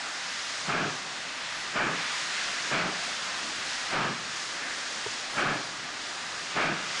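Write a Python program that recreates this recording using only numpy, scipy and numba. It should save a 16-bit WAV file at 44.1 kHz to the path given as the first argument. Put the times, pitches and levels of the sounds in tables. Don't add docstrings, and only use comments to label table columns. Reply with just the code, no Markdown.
import sys
import numpy as np
from scipy import signal
from scipy.fft import rfft, irfft
from scipy.io import wavfile
from scipy.ndimage import uniform_filter1d
from numba import njit

SR = 44100
rng = np.random.default_rng(int(sys.argv[2]) if len(sys.argv) > 2 else 0)


def undo_db(level):
    steps = np.asarray(level, float) / 20
    return 10 ** steps


def inscribe(sig):
    pcm = np.round(np.clip(np.atleast_2d(sig).T, -1, 1) * 32767)
    wavfile.write(sys.argv[1], SR, pcm.astype(np.int16))


N = 308700
TIME = np.arange(N) / SR

# t/s, valve open/s, jet level/dB, boom over jet/dB, edge over jet/dB
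BEATS = [
    (0.668, 0.19, -29, -6, -5),
    (1.743, 0.16, -28, -8, -2.5),
    (2.705, 0.15, -27.5, -7, -3),
    (3.912, 0.17, -28.5, -7, -5.5),
    (5.355, 0.19, -28, -8.5, -4),
    (6.55, 0.17, -28, -9.5, -3),
]


def unit(x):
    return x / np.sqrt(np.mean(x ** 2))


def walk(rate):
    hold = int(SR / rate)
    levels = np.repeat(rng.standard_normal(N // hold + 1), hold)
    return unit(uniform_filter1d(uniform_filter1d(levels, hold), hold)[:N])


def ring(x, hz, width):
    b, a = signal.iirpeak(hz, hz / width, fs=SR)
    return signal.lfilter(b, a, signal.lfilter(b, a, x))


def roar(modes, flutter_db):
    out = np.zeros(N)
    for hz, width, db in modes:
        flutter = undo_db(db + flutter_db * walk(25))
        out += flutter * unit(ring(rng.standard_normal(N), hz, 1.57 * width))
    return unit(out)


def hiss(spectrum, gust_db, flicker_db):
    hz, db = np.transpose(spectrum)
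    f = np.maximum(np.arange(N // 2 + 1) * SR / N, 1)
    colour_db = np.interp(np.log(f), np.log(hz), db, left=-120, right=-120)
    coloured = rfft(rng.standard_normal(N)) * undo_db(colour_db)
    half_octave = 2 * np.log2(f)
    gust = gust_db * walk(9)
    out = np.zeros(N)
    for centre in np.arange(np.floor(2 * np.log2(hz[0])), 2 * np.log2(hz[-1]) + 1):
        share = np.clip(1 - np.abs(half_octave - centre), 0, 1)
        out += undo_db(gust + flicker_db * walk(7)) * irfft(coloured * share, N)
    return unit(out)


def strokes():
    # cock level/dB, drift/dB per s, upper over lower hiss/dB, rumble/dB
    stroke_table = [
        (-38, 1.8, -3, -1),
        (-39.5, 1.4, -1.2, 0),
        (-33.5, -1, -1.1, 0),
        (-35.5, -1, -0.6, 0.7),
        (-37, -0.8, -3, 0),
        (-41, 3.5, -2.2, 1),
        (-39, 18.5, -0.5, 1),
    ]
    admit_s, change_s = 0.2, 0.12
    starts = np.append(0, np.array(BEATS)[:, 0] + admit_s)
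    stroke = np.searchsorted(starts, TIME, side="right") - 1
    cocks_db, drift, pinch_db, rumble_db = np.array(stroke_table)[stroke].T
    held = [cocks_db + drift * (TIME - starts[stroke]), pinch_db, rumble_db]
    return uniform_filter1d(held, size=int(change_s * SR), mode="nearest")


def drain_cocks(blow_db, pinch_db):
    # f/Hz, level/dB per Hz
    cock_colour = [(290, -35), (500, -10), (574, -9), (763, -10), (852, -12), (926, -8.5), (1400, -0.5),
                   (2000, -0.5), (2200, -3.5), (2590, -3.5), (2760, -3.5), (3120, -4.5), (4500, -7),
                   (5850, -15.5), (9900, -120)]
    # f/Hz, width/Hz, level/dB
    nozzles = [(1660, 120, .3), (2050, 80, -3.5), (2575, 100, -1.5), (4930, 130, -3.5), (5600, 170, -4),
               (6590, 300, -5)]
    steam = hiss(cock_colour, 0.5, 0.45)
    lower = signal.sosfilt(signal.butter(2, 2100, "low", fs=SR, output="sos"), steam)
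    upper = signal.sosfilt(signal.butter(2, 2100, "high", fs=SR, output="sos"), steam)
    body = lower - undo_db(pinch_db) * upper
    return undo_db(blow_db - 0.68) * (body + undo_db(-12.5) * roar(nozzles, 2.5))


def leaking_valve():
    # f/Hz, level/dB per Hz
    valve_colour = [(1470, -39), (2500, -11), (2750, -6.5), (3080, -6), (3340, -1), (4060, 0), (4420, 0),
                    (5000, 1.5), (6120, -1.5), (6770, -1.5), (8630, -11), (9660, -14), (10300, -29),
                    (13400, -49), (22000, -120)]
    # t/s, level/dB
    flow = [(0.0, -43), (0.6, -39.5), (0.76, -42), (1.4, -43), (1.77, -42), (1.79, -41.5), (2.13, -38.5),
            (2.67, -38.5), (2.83, -40.5), (3.02, -39), (3.92, -40), (3.98, -42.5), (4.78, -40.5),
            (6.2, -43), (6.67, -41.5), (6.69, -43), (6.86, -41), (7.0, -36.5)]
    draw_db, draw_rise_s, draw_back_s = -1.6, 0.061, 0.15
    draw = np.zeros(N)
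    for s, *_ in BEATS:
        draw += np.interp(TIME - s, [0, draw_rise_s, draw_rise_s + draw_back_s], [0, 1, 0])
    flow_db = np.interp(TIME, *np.transpose(flow)) + draw_db * draw
    return undo_db(flow_db + 1.9) * hiss(valve_colour, 0.85, 0.7)


def yard(blow_db, rumble_db):
    # f/Hz, level/dB per Hz
    yard_colour = [(12, -46), (20, -14), (54, -23), (162, -10), (232, -9.5), (266, -6.5), (300, -9),
                   (492, -12.5), (782, -5), (882, -8), (944, -5), (1140, -8), (1200, -2), (1560, -36),
                   (2640, -120)]
    yard_db = -44.5 + rumble_db + 0.29 * (blow_db - blow_db.mean())
    return undo_db(yard_db) * hiss(yard_colour, 0.36, 1.9)


def spurts():
    # t/s, length/s, level/dB, f/Hz, width/Hz
    spurt_table = [(.08, 0.15, -41.5, 1450, 600), (0.518, 0.11, -46, 1900, 900),
                   (.79, 0.094, -39, 2300, 905), (1.45, 0.18, -42.5, 2470, 1600),
                   (1.787, 0.073, -32, 1400, 500), (2.02, .16, -39, 2100, 700),
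                   (2.378, 0.093, -38, 1920, 600), (2.755, 0.087, -38, 2300, 800),
                   (3.105, 0.072, -48.5, 280, 200), (3.462, 0.077, -48.5, 262, 200),
                   (4.02, .1, -42.5, 2400, 1400), (4.18, .12, -49.5, 190, 90), (4.699, .22, -39, 1650, 600),
                   (5.49, 0.089, -40.5, 165, 60), (5.502, .08, -45, 2100, 700), (6.2, .1, -44, 1590, 500),
                   (6.64, 0.085, -37.5, 2500, 1500), (6.636, .07, -43, 5200, 2500),
                   (6.965, 0.089, -42, 2800, 1600), (5.394, .07, -42, 5600, 3000),
                   (1.55, 0.24, -52, 5960, 3000), (6.716, .06, -36, 267, 110), (.72, .07, -44, 3000, 900),
                   (5.42, .08, -43, 3000, 900), (4.0, .1, -41.5, 200, 70), (2.9, .05, -42, 700, 600),
                   (6.58, .035, -35, 720, 200), (4.07, .08, -39, 165, 60), (1.855, .045, -37, 310, 130),
                   (5.425, .04, -38, 310, 130), (6.79, .06, -48, 170, 70), (6.575, .04, -43, 170, 70),
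                   (.86, .06, -42, 2500, 1200), (6.34, .14, -43, 1550, 500), (5.335, .04, -46, 500, 500),
                   (6.62, .06, -38, 2300, 700), (6.585, .05, -37, 1690, 150), (5.51, .04, -41, 165, 60),
                   (6.63, .08, -42, 560, 170), (.76, .1, -39, 1600, 250)]
    out = np.zeros(N)
    for s, length, db, hz, width in spurt_table:
        near = np.abs(TIME - s) < length
        noise = np.resize(rng.standard_normal(SR // 2), near.sum())
        swell = np.cos(np.pi / 2 * (TIME[near] - s) / length) ** 2
        out[near] += undo_db(db) * swell * unit(ring(noise, hz, 1.4 * width))
    return out


def exhaust():
    # f/Hz, width/Hz, level/dB
    jet_modes = [(1170, 230, -1.8), (1276, 180, 0.22), (1517, 170, -1.3), (1660, 160, -0.056)]
    chimney_modes = [(157, 59, 1.5), (216.5, 85, -0.5), (298, 75, 0), (392, 80, -0.5)]
    smokebox_modes = [(630, 200, 1.3), (824, 166, -2.5)]
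    edge_modes = [(2315, 430, 6), (2900, 690, -1), (3150, 400, -5.5), (4370, 730, -7)]
    smokebox_db = [-34.5, -32.5, -33, -33.5, -32.5, -33]
    # rise/s, sag/dB per s, outlasts valve/s, dying/dB per s
    shapes = [
        (0.028, -21.5, -0.02, -110),
        (0.014, 2.5, 0.021, -200),
        (0.021, -23, -0.005, -130),
        (0.025, -28, -0.046, -110),
    ]
    # delay/s, level/dB
    echoes = [(.045, -11), (.11, -20.5), (.19, -21.5)]
    creep_db, creep_s = -14.5, 0.027
    quick_open_s, sag_power, edge_lingers = 0.16, 1.9, 0.66
    gains = np.zeros((4, N))
    for (s, open_s, jet_db, boom_db, edge_db), box_db in zip(BEATS, smokebox_db):
        t = np.maximum(TIME - s, 0)
        parts_db = jet_db, jet_db + boom_db, box_db, jet_db + edge_db
        droop = (quick_open_s / open_s) ** sag_power
        edge_s = edge_lingers * (open_s - quick_open_s)
        creep = undo_db(creep_db) * np.exp(np.minimum(TIME - s, 0) / creep_s)
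        for k, (rise, sag_db, longer, dying_db) in enumerate(shapes):
            end = open_s + longer + edge_s * (k == 3)
            opening = np.maximum(np.minimum(t / rise, 1), creep)
            sag = droop * sag_db * np.minimum(t, end)
            dying = dying_db * np.maximum(t - end, 0)
            gains[k] += opening * undo_db(parts_db[k] + sag + dying)
    parts = [roar(jet_modes, 1.4), roar(chimney_modes, 1.5), roar(smokebox_modes, 1.2), roar(edge_modes, 1.3)]
    direct = np.sum(gains * parts, axis=0)
    direct = signal.sosfilt(signal.butter(4, 115, "high", fs=SR, output="sos"), direct)
    slug = undo_db(-63) * unit(gains[0] ** 2 * ring(rng.standard_normal(N), 20.5, 22))
    late = sum(undo_db(db) * np.roll(direct, int(s * SR)) for s, db in echoes)
    return direct + slug + late


def coupling():
    # t/s, level/dB
    knocks = [
        (5.0605, -21),
    ]
    # f/Hz, level/dB, t60/s
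    iron_modes = [(424, 7.5, 0.033), (680, 1.5, 0.022), (950, 11.5, .019), (108, -20.5, 0.21)]
    out = np.zeros(N)
    for s, db in knocks:
        t = np.maximum(TIME - s, 0)
        swell = (1 - np.exp(-t / 0.004)) ** 2
        for hz, mode_db, t60 in iron_modes:
            decay = np.exp(-np.log(1000) * t / t60)
            out += undo_db(db + mode_db) * swell * decay * np.sin(2 * np.pi * hz * t)
    return out


def scene():
    blow_db, pinch_db, rumble_db = strokes()
    leaks = drain_cocks(blow_db, pinch_db) + leaking_valve() + yard(blow_db, rumble_db)
    return np.tile(leaks + spurts() + exhaust() + coupling(), (2, 1))


@njit
def follow(x, attack, release):
    e, out = np.abs(x[:2000]).mean(), np.empty(len(x))
    for i in range(len(x)):
        e += (abs(x[i]) - e) * (attack if abs(x[i]) > e else release)
        out[i] = e
    return out


def patchy_top(x, quiet):
    low_hz, high_hz, line_hz = 10030, 10660, 43
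    mirror_hz, top_hz = 11340, 12400
    frame_len, offset = 2048, 744
    spectrum, f = rfft(x), np.arange(N // 2 + 1) * SR / N
    out = irfft(spectrum * (f < low_hz), N)
    frame = (np.arange(N) + frame_len - offset) // frame_len
    spare = rng.random(N // frame_len + 2) > 0.13
    for hz in np.arange(low_hz, high_hz, line_hz):
        share = 0.3 - 0.26 * (hz - low_hz) / (high_hz - low_hz)
        kept = spare * (rng.random(len(spare)) < share)
        gate = uniform_filter1d(uniform_filter1d(1.0 * kept[frame] * quiet, size=600), size=600)
        line = irfft(spectrum * (f >= hz) * (f < hz + line_hz), N)
        out = out + undo_db(12.5 + (hz - low_hz) / 110) * gate * line
    mirror = rfft(out * (-1.0) ** np.arange(N)) * (f > mirror_hz) * (f < top_hz)
    fade = np.clip((f - mirror_hz) / 120, 0, 1) * undo_db(-7 - 0.027 * (f - mirror_hz))
    return out + irfft(mirror * fade, N)


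def top_cut(x):
    return signal.sosfilt(signal.butter(12, 12400, fs=SR, output="sos"), x)


def record(dry):
    e = follow(dry[0], 1 / (0.03 * SR), 1 / (0.12 * SR))
    gain = np.minimum(undo_db(-35.5) / e, 1) ** 0.15
    rounded = 0.19 * np.tanh(dry[0] * gain / 0.19)
    quiet = np.all([np.abs(TIME - s - 0.8 * open_s) > 0.7 * open_s for s, open_s, *_ in BEATS], axis=0)
    mono = patchy_top(rounded, quiet)
    return top_cut(np.tile(mono, (2, 1)))


dry = scene()
out = record(dry)
inscribe(out)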